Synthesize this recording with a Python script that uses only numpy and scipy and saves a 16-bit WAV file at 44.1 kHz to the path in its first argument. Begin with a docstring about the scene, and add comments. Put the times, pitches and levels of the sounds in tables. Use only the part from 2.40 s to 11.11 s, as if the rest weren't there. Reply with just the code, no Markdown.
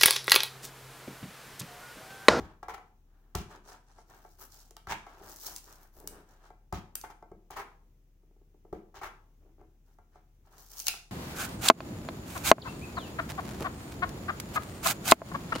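"""A small, quiet room: fingers pick at the tape on a cardboard box that lies on a table, a phone about a metre away.
Fingertips knock the box (ringing modes) and nails scrape over its edge (stick-slip pulses that shake the board).
Tape peels with a fine crackle (trains of tiny releases) and lets go in sharp snaps (a spike with a brief flutter).
The room answers with a short echo of decaying noise, over still air and a low, wavering hum."""
import sys
import numpy as np
from scipy import signal
from scipy.fft import rfft, irfft, next_fast_len
from scipy.io import wavfile
from scipy.ndimage import uniform_filter1d

SR = 44100
rng = np.random.default_rng(int(sys.argv[2]) if len(sys.argv) > 2 else 0)


def dump(signal):
    """Clip the signal to [-1, 1] and save it as 16-bit WAV at the path in sys.argv[1]."""
    limited = np.clip(np.atleast_2d(signal).T, -1, 1)
    pcm = np.round(limited * 32767).astype(np.int16)
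    wavfile.write(sys.argv[1], SR, pcm)


N = 384111
T = np.arange(N) / SR

# Grit shed at the edge, its spectrum. Each row: frequency in Hz, level in dB.
GRIT_SPECTRUM = [(300, 9), (1500, -7), (2300, 2), (3200, 5), (4500, 2.5), (6500, 4.5), (9000, -13.5),
                 (12000, -12.5), (15500, -7)]
# Board rasped by a nail or a tear, its spectrum. Each row: frequency in Hz, level in dB.
RASP_SPECTRUM = [(150, -21), (300, -14.5), (400, 1.5), (550, -8.5), (820, 4.5), (1150, 1), (1650, -3.5),
                 (2300, -9.5), (3200, -24.5), (8000, -27)]
# A nail catches the edge and scrapes over it.
# Each row: start in seconds, knock level in dB, scrape level in dB, scrape length in seconds.
NAIL_PICKS = [(0.2288, -32.5, -66, 0.011), (0.283, -29, -43, 0.053), (0.336, -39, -41.5, 0.021),
              (0.379, -40, -68, 0.0068), (4.6382, -33.5, -41.5, .018), (4.699, -42.5, -52.5, 0.024),
              (5.104, -37.5, -51, 0.068), (5.159, -42, -40, 0.083), (6.542, -45, -52.5, 0.075),
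              (6.614, -35, -40, 0.084)]
# A finger slips off and the tilted box drops back. Each row: slip time in seconds, knock level in dB,
# centre of the modes reached in Hz, scrape level in dB, boom level in dB.
BOX_DROPS = [(0.001, -41.5, 710, -59, -37), (0.949, -27, 1010, -45.5, -26.5),
             (2.47, -33.5, 1250, -59.5, -42.5), (4.3247, -26.5, 800, -47, -29),
             (6.3275, -27, 402, -61.5, -50)]
# Two long pulls on the tape, a curve each.
# Each row of a curve: time in seconds, peeling level in dB, skin rustle level in dB.
TAPE_PULLS = [
    [(2.78, -85, -77), (2.83, -70, -61), (2.9, -59, -59), (2.96, -58.5, -68.5), (3.07, -48.5, -55),
     (3.13, -55, -57.5), (3.18, -52.5, -64), (3.24, -75, -89)],
    [(8.06, -87, -69), (8.13, -76, -70), (8.19, -60, -62), (8.28, -67.5, -74.5), (8.34, -56, -63),
     (8.42, -47.8, -71), (8.46, -51.5, -56)],
]

PICK_HZ = 860  # centre of the modes that a nail reaches
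FALL_S = 0.00518  # from the slip of a finger to the landing of the box
SWIPE_RISE_SHARE = 0.25  # share of a swipe or a press spent building up


def undb(db):
    """Decibels to gain."""
    return np.exp(np.asarray(db) * (np.log(10) / 20))


def unit(x):
    """Scale to rms 1."""
    return x / np.sqrt(np.mean(x ** 2))


def along(points, hz):
    """Read (Hz, value) points on a log-frequency axis."""
    f, value = np.transpose(points)
    return np.interp(np.log(np.maximum(hz, 1)), np.log(f), value)


def colour(points, size=1024):
    """Causal (minimum-phase) impulse response with the given spectrum, by folding its cepstrum."""
    spectrum_db = along(points, np.fft.rfftfreq(size, 1 / SR))
    cepstrum = irfft(np.log(undb(spectrum_db)))
    cepstrum[1:size // 2] *= 2
    cepstrum[size // 2 + 1:] = 0
    return irfft(np.exp(rfft(cepstrum)))


def through(x, response):
    """Pass a sound through a response; channels x samples."""
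    wet = signal.oaconvolve(np.atleast_2d(x), np.atleast_2d(response), axes=1)
    return wet[:, :np.shape(x)[-1]]


def add(out, s, x):
    """Mix a sound in at a time in seconds."""
    i = max(int(s * SR), 0)
    out[..., i:i + x.shape[-1]] += x[..., :N - i]


def walk(rate):
    """Smooth chance with spread near 1, a new random target `rate` times a second."""
    return np.interp(T * rate, np.arange(N // 10), rng.standard_normal(N // 10)) * np.sqrt(3 / 2)


def diffuse(size, alike_hz):
    """Noise at two microphone ports: nearly the same in the bass, unrelated in the treble."""
    length = next_fast_len(size, True)
    mid, side = rfft(rng.standard_normal((2, length)))
    alike = .97 / (1 + (np.fft.rfftfreq(length, 1 / SR) / alike_hz) ** 4)
    opposite = np.array([[1], [-1]])
    both = mid * np.sqrt(1 + alike) + side * np.sqrt(1 - alike) * opposite
    return irfft(both, length)[:, :size] / np.sqrt(2)


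def slips(rate, spread_db):
    """Irregular tiny releases of unequal size, `rate` a second on average, rms 1."""
    size = undb(spread_db * np.minimum(rng.exponential(size=N), 4))
    return unit((rng.random(N) < rate / SR) * size * rng.choice([-1, 1], N))


def crackle(pulses, points, flutter_s, alike_hz):
    """Every release starts its own short flutter of fibres, in the given colour."""
    decay = np.exp(-2 / (flutter_s * SR))
    energy = signal.lfilter([1 - decay], [1, -decay], pulses ** 2 + 1e-18)
    tone = colour(points)
    return through(np.sqrt(energy) * diffuse(len(pulses), alike_hz), tone / np.linalg.norm(tone))


def ring(modes, length_s, scatter_db, apart_hz):
    """Modes struck at a chance spot, neighbours in opposite sense; the higher ones reach the ports out of step."""
    hz, db, t60 = np.transpose(modes)[:, :, None]
    t = T[:int(length_s * SR)]
    size, detune, lag = rng.standard_normal((3, len(modes), 1))
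    sense = (-1) ** np.arange(len(modes))[:, None]
    fade = sense * undb(db + scatter_db * size - 60 * t / t60)
    phase = 2 * np.pi * hz * (1 + .025 * detune) * t
    return np.array([np.sum(fade * np.sin(phase + side * lag * hz / apart_hz), axis=0) for side in (-1, 1)])


def splinter(ring_s, ring_db):
    """A spike together with the dense, brief flutter of tape and paper."""
    t = T[:SR // 6]
    flutter = rng.standard_normal((2, len(t))) * np.exp(-t / ring_s)
    return (t == 0) + undb(ring_db) * flutter / np.sqrt(np.sum(flutter ** 2) / 2)


def strokes(rows):
    """Finger strokes (s, rise s, fade s, dB, ..): pressure builds and lets go; one gain curve per dB column."""
    out = np.zeros((len(rows[0]) - 3, N))
    for s, rise, fade, *levels in rows:
        shape = np.interp(T[:SR // 2], [0, abs(rise), abs(rise) + abs(fade)], [0, 1, 0])
        add(out, s, undb(levels)[:, None] * shape)
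    return out


def swells(rows, rise_share):
    """Gain curves for strokes (s, length s, dB, ..) that all build up for the same share of their length."""
    return strokes([(s, rise_share * length, (1 - rise_share) * length, *levels) for s, length, *levels in rows])


def hardness(centre_hz):
    """How much more a contact ticks and sheds grit than a picking nail does, in dB; soft pads hardly do."""
    return 7.5 * np.log2(centre_hz / PICK_HZ)  # dB per octave


def background(air_db=-68, hum_hz=34, hum_db=-61):
    """Still air in the house as coloured noise, and the wavering drone of a distant appliance."""
    # Spectrum of the still air. Each row: frequency in Hz, level in dB.
    air_spectrum = [(20, -45.5), (55, -2.5), (100, -4.5), (200, -14.5), (370, -18.5), (600, -28),
                    (1200, -34.5), (2500, -36.5), (4500, -42), (6200, -37.5), (8500, -45), (15500, -40.5)]
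    air = unit(through(diffuse(N, alike_hz=600), colour(air_spectrum))) * undb(.5 * walk(4))
    pitch_hz = hum_hz + 1.6 * walk(8)
    drone = np.sin(2 * np.pi * np.cumsum(pitch_hz) / SR) * undb(1.2 * walk(7))
    return undb(air_db) * air + undb(hum_db) * unit(drone)


def room(x, wet_db=-5, build_s=0.00067):
    """Near walls answer within a few ms; each band of the noise tail dies at its own pace, the top fastest."""
    # Spectrum of the echo. Each row: frequency in Hz, level in dB.
    echo_spectrum = [(60, 13.5), (200, 4), (600, -1.5), (2500, 6), (6000, -4), (10000, 1.5), (16000, -4.5)]
    # Decay of the echo. Each row: band centre in Hz, time to fall by 60 dB in seconds.
    echo_decay = [(100, 0.38), (500, 0.52), (2000, 0.33), (6000, 0.4), (16000, 0.24)]
    size = SR // 2
    t, noise = T[:size], rfft(diffuse(size, alike_hz=980))
    hz, tail = np.fft.rfftfreq(size, 1 / SR), 0
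    tone = undb(along(echo_spectrum, hz))
    for centre, t60 in echo_decay:
        band = along([(f, f == centre) for f, _ in echo_decay], hz)
        fade = undb(-60 * t / t60) / np.sqrt(t60 * SR / np.log(1e6))
        tail = tail + irfft(noise * band * tone, size) * fade
    return undb(wet_db) * through(x, tail * (1 - np.exp(-(t / build_s) ** 2)))


def bumps():
    """The box drops back, rebounds once and sets the table top booming, all modes pushed the same way."""
    # Modes of box and table together. Each row: frequency in Hz, level in dB, time to fall by 60 dB in seconds.
    table_modes = [(69, -7, 0.35), (88.8, 2, 0.11), (108, -1, 0.22), (148.7, 4.5, 0.084),
                   (166.3, -6.5, 0.16), (215, -19, 0.043)]
    out = np.zeros((2, N))
    for s, *_, db in BOX_DROPS:
        for late_s, weaker_db in ((0, 0), (.051, -15)):  # landing, rebound
            boom = sum(ring([mode], length_s=.3, scatter_db=1, apart_hz=1000) for mode in table_modes)
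            add(out, s + FALL_S + late_s, boom * undb(db + weaker_db) / np.abs(boom).max())
    # the table top radiates little below this
    return signal.sosfilt(signal.butter(2, 71.6, "high", fs=SR, output="sos"), out)


def contacts(thud_hz=313, thud_db=-5.5, fidget_gap_s=0.099, fidget_hz=335):
    """Every knock on the box, from picks, taps, drops and fidgeting: (s, dB, centre Hz of the modes reached)."""
    # Knocks on the box: fingertips land on it, except the row at 8.4816 s, where the hard snap knocks it. Each
    # row: time in seconds, level in dB, centre of the modes reached in Hz.
    box_taps = [(1.585, -45.5, 710), (1.849, -42.5, 666), (2.308, -50.5, 477), (2.366, -43.5, 940),
                (2.666, -39.5, 880), (2.811, -43.5, 412), (4.103, -42.5, 700), (4.825, -41, 640),
                (4.916, -38.5, 372), (6.249, -47, 388), (7.18, -54, 417), (7.212, -47.5, 520),
                (7.586, -49.5, 760), (7.756, -45.5, 670), (8.4816, -35, 940), (8.538, -37, 990)]
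    # Fingers feel for a grip with light, irregular taps that grow firmer. Each row: time in seconds, level in dB.
    fidget_firmness = [(5.72, -62.5), (6.241, -51)]
    rows = [(s, db, PICK_HZ) for s, db, _, _ in NAIL_PICKS] + list(box_taps)
    for s, db, centre_hz, _, boom_db in BOX_DROPS:
        rows.append((s, db, centre_hz))
        rows.append((s + FALL_S, boom_db + thud_db, thud_hz))  # the bottom panel on landing, against the boom
    span, firmness = np.transpose(fidget_firmness)
    times = span[0] + fidget_gap_s * np.cumsum(.5 + rng.random(20))
    return rows + [(s, np.interp(s, span, firmness), fidget_hz) for s in times[times < span[-1]]]


def knocks(blows, reach_octaves=0.78, gain_db=1, softness=3.2):
    """Soft pads reach the low panel modes, hard nails the higher flap modes."""
    # Panels and flap of the box. Each row: frequency in Hz, level in dB, time to fall by 60 dB in seconds.
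    box_modes = [(206, -4.5, 0.077), (310, 0, 0.046), (373.7, 5, 0.026), (455.7, -5.5, 0.074),
                 (581, -6.5, 0.035), (724.6, -1, 0.056), (851, 1.5, 0.034), (976, -6.5, 0.029),
                 (1130, 0, 0.027), (1335, -4, 0.068), (1575, -6.5, 0.067), (2050, -4, 0.051),
                 (2310, -11.5, 0.17), (2590, -20.5, 0.016)]
    out = np.zeros((2, N))
    for s, db, centre_hz in blows:
        modes = []
        for hz, level, t60 in box_modes:
            octaves = np.log2(hz / centre_hz)
            modes.append((hz, level - 20 * np.log10(1 + (octaves / reach_octaves) ** 2), t60))
        blow = ring(modes, length_s=.08, scatter_db=-0.5, apart_hz=2980)
        blow = signal.sosfilt(signal.butter(2, softness * centre_hz, fs=SR, output="sos"), blow)
        add(out, s, blow * undb(db + gain_db) / np.abs(blow).max())
    return out


def swiping(ease_s=0.047):
    """Gain curves of the swipes, eased in and out: rustle, crackle and sizzle."""
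    # A fingertip swipes over board and tape. Each row: start in seconds, length in seconds,
    # skin rustle level in dB, tape crackle level in dB, fine sizzle level in dB.
    fingertip_swipes = [(0, 0.16, -55.5, -80, -87), (.63, 0.53, -76.5, -101, -85),
                        (1.09, 0.1, -51, -62.5, -70), (1.245, 0.14, -51.5, -58, -65),
                        (1.47, 0.09, -65, -66, -85), (1.555, 0.086, -63.5, -66.5, -82),
                        (1.66, 0.21, -59, -70, -69.5), (1.78, 0.34, -79, -72, -71),
                        (1.99, 0.079, -54.5, -53, -48), (2.09, 0.23, -66.5, -59, -60.5),
                        (2.62, 0.27, -58.5, -71, -74), (3.23, 0.17, -58, -59, -59),
                        (3.38, 0.12, -61, -67.5, -62), (3.52, 0.2, -66.5, -69, -63),
                        (3.7, 0.16, -57.5, -78, -70), (3.86, 0.18, -65, -71.5, -74),
                        (4.015, 0.1, -58, -69, -78), (7.45, 0.13, -75.5, -78, -77),
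                        (7.72, 0.099, -67, -78, -92)]
    return uniform_filter1d(swells(fingertip_swipes, SWIPE_RISE_SHARE), max(int(ease_s * SR), 1))


def pulling(release_s=0.021, jerks_per_s=42, jerk_db=2.5):
    """Gain curves of the long pulls, peeling and rustle; they jerk because the glue gives way unevenly."""
    out = np.zeros((2, N))
    for curve in TAPE_PULLS:
        s, *levels = np.transpose(curve)
        held = np.interp(T, [s[0] - release_s, s[0], s[-1], s[-1] + release_s], [0, 1, 1, 0])
        out += held * undb([np.interp(T, s, db) for db in levels])
    return out * undb(jerk_db * walk(jerks_per_s))


def rubbing(rustle, swipe_judder_db=-7):
    """Skin drags in fits over the board: the lid judders and its surface rustles."""
    # The holding hand shifts its weight and the lid judders.
    # Each row: start in seconds, length in seconds, level in dB.
    hand_presses = [(0, 0.069, -55.5), (1.08, 0.22, -68.5), (2.77, 0.24, -64.5), (3.54, 0.31, -54.5),
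                    (7, 0.14, -61), (7.18, 0.095, -58)]
    # Spectrum of the juddering lid. Each row: frequency in Hz, level in dB.
    judder_spectrum = [(60, -14.5), (150, -10.5), (260, -8.5), (370, -1.5), (500, -9.5), (800, -15.5),
                       (2000, -33), (6000, -55)]
    # Spectrum of the rustling surface. Each row: frequency in Hz, level in dB.
    rub_spectrum = [(200, -22), (550, -5.5), (780, 3.5), (1050, -2), (1300, -1), (1680, -4), (2100, -15),
                    (4000, -17), (12000, -36)]
    judder = rustle * undb(swipe_judder_db) + swells(hand_presses, SWIPE_RISE_SHARE)[0]
    lid_slips = slips(rate=300, spread_db=0.0) * judder
    lid = crackle(lid_slips, judder_spectrum, flutter_s=0.0032, alike_hz=1250)
    skin_slips = slips(rate=410, spread_db=0.5) * rustle
    return lid + crackle(skin_slips, rub_spectrum, flutter_s=0.0051, alike_hz=1290)


def scrapes(body_db=1, grit_gain_db=4):
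    """Stick-slip pulses shake the board, its resonances blurred as the nail travels; each slip sheds a little grit."""
    pulses = slips(rate=900, spread_db=3)
    # a stronger scrape sheds more grit, by 0.34 dB per dB
    pick_rows = [(s, length, db, -41.5 + 0.34 * db) for s, _, db, length in NAIL_PICKS]
    # the nail's scrape as it slips off: rise and fade in seconds, scrape dB, grit dB
    slip_rows = [(s, 0.0047, 0.08, db, db - 5.5 + hardness(hz)) for s, _, hz, db, _ in BOX_DROPS]
    force, grit = swells(pick_rows, rise_share=0.16) + strokes(slip_rows)
    body = crackle(pulses * force * undb(body_db), RASP_SPECTRUM, flutter_s=0.0025, alike_hz=1720)
    return body + crackle(pulses * grit * undb(grit_gain_db), GRIT_SPECTRUM, flutter_s=0.0051, alike_hz=1520)


def tear(s=2.478, rise_s=0.043, fade_s=0.025, db=-35.5, rasp_db=-43, grit_db=-41):
    """A strip of the top paper rips off: a short, dense crunch that shakes the board and sheds grit."""
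    # Spectrum of the ripping paper. Each row: frequency in Hz, level in dB.
    tear_spectrum = [(400, -9), (900, 12), (1250, 1.5), (1650, 6.5), (2100, 1.5), (2700, -2.5), (4000, -13),
                     (7000, -8), (15000, -31)]
    fibres = slips(rate=1400, spread_db=3) * strokes([(s, rise_s, fade_s, 0)])[0]
    layers = ((db, tear_spectrum), (rasp_db, RASP_SPECTRUM), (grit_db, GRIT_SPECTRUM))
    out, span = np.zeros((2, N)), fibres[int(s * SR):][:SR // 4]
    for level_db, tone in layers:
        add(out, s, crackle(span * undb(level_db), tone, flutter_s=.0015, alike_hz=1500))
    return out


def peeling(coarse, fine):
    """Glue threads break one by one under the tape, in little runs; the thinnest ones sizzle."""
    # Spectrum of the peeling crackle. Each row: frequency in Hz, level in dB.
    peel_spectrum = [(300, -28), (1500, -16.5), (2600, -15.5), (4200, -3), (6000, 3.5), (8500, -4.5),
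                     (11000, -10.5), (15500, -33)]
    # Spectrum of the thinnest threads. Each row: frequency in Hz, level in dB.
    sizzle_spectrum = [(3000, -38.5), (8000, -19), (11000, -1.5), (15500, 1)]
    threads = slips(rate=1700, spread_db=4.4) * unit(undb(1.8 * walk(50)))
    layers = ((coarse, peel_spectrum), (fine, sizzle_spectrum))
    return sum(crackle(threads * pull, tone, flutter_s=.0008, alike_hz=2000) for pull, tone in layers)


def small_snaps(blows, tick_db=-9.5, tick_above_db=-54, tick_lag_s=0.0014, tick_low_hz=2400,
                threads_per_s=13, thread_db=15, thread_spread_db=3, thread_low_hz=4800):
    """Ticks of firm contacts, and thicker threads that snap at random as hard as the tape is pulled: (s, dB, low Hz)."""
    rows = []
    for s, db, hz in blows:
        firm_db = db + hardness(hz)  # harder contacts tick more
        if firm_db > tick_above_db:
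            rows.append((s + tick_lag_s, firm_db + tick_db, tick_low_hz))
    for curve in TAPE_PULLS:
        s, db, _ = np.transpose(curve)
        times = s[0] + np.cumsum(2 * rng.random(20)) / threads_per_s
        levels = np.interp(times, s, db) + thread_db + thread_spread_db * rng.standard_normal(20)
        rows += [(at, level, thread_low_hz) for at, level in zip(times, levels) if at < s[-1]]
    return rows


def snaps(releases, flap_db=-42, board_db=-15, flap_growth=0.29, give_db=-5):
    """Sudden releases; the smaller the freed piece, the less bass it radiates, but the board passes on a little."""
    # Spectrum of a snap. Each row: frequency in Hz, level in dB.
    snap_spectrum = [(300, -2), (1500, 7.5), (2500, -3.5), (3300, 0.5), (4700, 2), (6300, 4), (8500, -4),
                     (11000, -6), (15500, -6.5)]
    # The freed flap rings on. Each row: frequency in Hz, level in dB, time to fall by 60 dB in seconds.
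    flap_modes = [(1980, 3.5, 0.051), (2236, 7.5, 0.11), (2500, 11, 0.066), (2740, 13, 0.072),
                  (3280, -21, 0.031), (4240, 7, 0.062)]
    out, tone = np.zeros((2, N)), colour(snap_spectrum)
    lead, board = SR // 300, signal.butter(2, 1500, fs=SR, output="sos")
    for s, db, low_hz in releases:
        # fibres start to give a moment before they let go
        give = rng.standard_normal((2, lead)) * np.exp(-T[:lead][::-1] / .0008)
        give = undb(give_db) * give / np.linalg.norm(give[0])
        crack = through(np.hstack([give, splinter(ring_s=.0014, ring_db=0)]), tone)
        # the harder the snap, the more the flap rings
        flap = ring(flap_modes, length_s=1 / 6, scatter_db=1, apart_hz=4000)
        crack[:, lead:] += undb(flap_db + flap_growth * db) * flap
        bass = signal.sosfilt(board, crack)
        piece = signal.butter(2, min(low_hz, SR / 3), "high", fs=SR, output="sos")
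        crack = signal.sosfilt(piece, crack) + undb(board_db) * bass
        # level set by the energy of the whole snap
        add(out, s - lead / SR, crack * undb(db) * 2 / np.sqrt(np.sum(crack ** 2) / 2))
    return out


def scene():
    """The box and the hands in their room."""
    # Tape and fibres snap. Each row: time in seconds, level in dB, lowest strong frequency in Hz.
    tape_snaps = [(0.9525, -16, 3600), (2.309, -36, 3600), (2.3676, -31, 1960), (2.9618, -30, 7000),
                  (3.163, -21, 4830), (3.3267, -35, 5860), (3.602, -35.5, 10000), (3.675, -17, 7340),
                  (4.327, -29, 7000), (4.5549, -12.5, 9150), (4.6139, -27.5, 4350), (5.108, -31.5, 9000),
                  (8.182, -38.5, 4000), (8.3163, -32.5, 9100), (8.3391, -36, 5130), (8.401, -17.5, 4800),
                  (8.4692, -9, 3380), (8.4829, -4.5, 3000), (8.4843, -10, 1980)]
    blows = contacts()
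    rustle, coarse, fine = swiping()
    peel, drag = pulling()
    skin = rubbing(rustle + drag * undb(0.5))
    tape = peeling(coarse + peel * undb(1.5), fine + peel * undb(3))
    box = knocks(blows) + bumps() + scrapes() + tear()
    direct = box + skin + tape + snaps(list(tape_snaps) + small_snaps(blows))
    return background() + room(direct) + direct


def record(dry):
    """Each microphone port of the phone has its own colour; a steep low-pass cuts the top."""
    # How the two ports differ. Each row: frequency in Hz, left minus right in dB.
    port_difference = [(100, 2), (400, 1.5), (850, 0), (1300, 3), (2400, 0.5), (4400, -1.5), (8000, -1.5),
                       (11000, 3), (14500, 11)]
    ports = np.array([colour([(hz, side * db / 2) for hz, db in port_difference]) for side in (1, -1)])
    top_cut = signal.ellip(10, .2, 80, 16100, fs=SR, output="sos")
    return signal.sosfilt(top_cut, through(dry, ports))


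dry = scene()
out = record(dry)
dump(out)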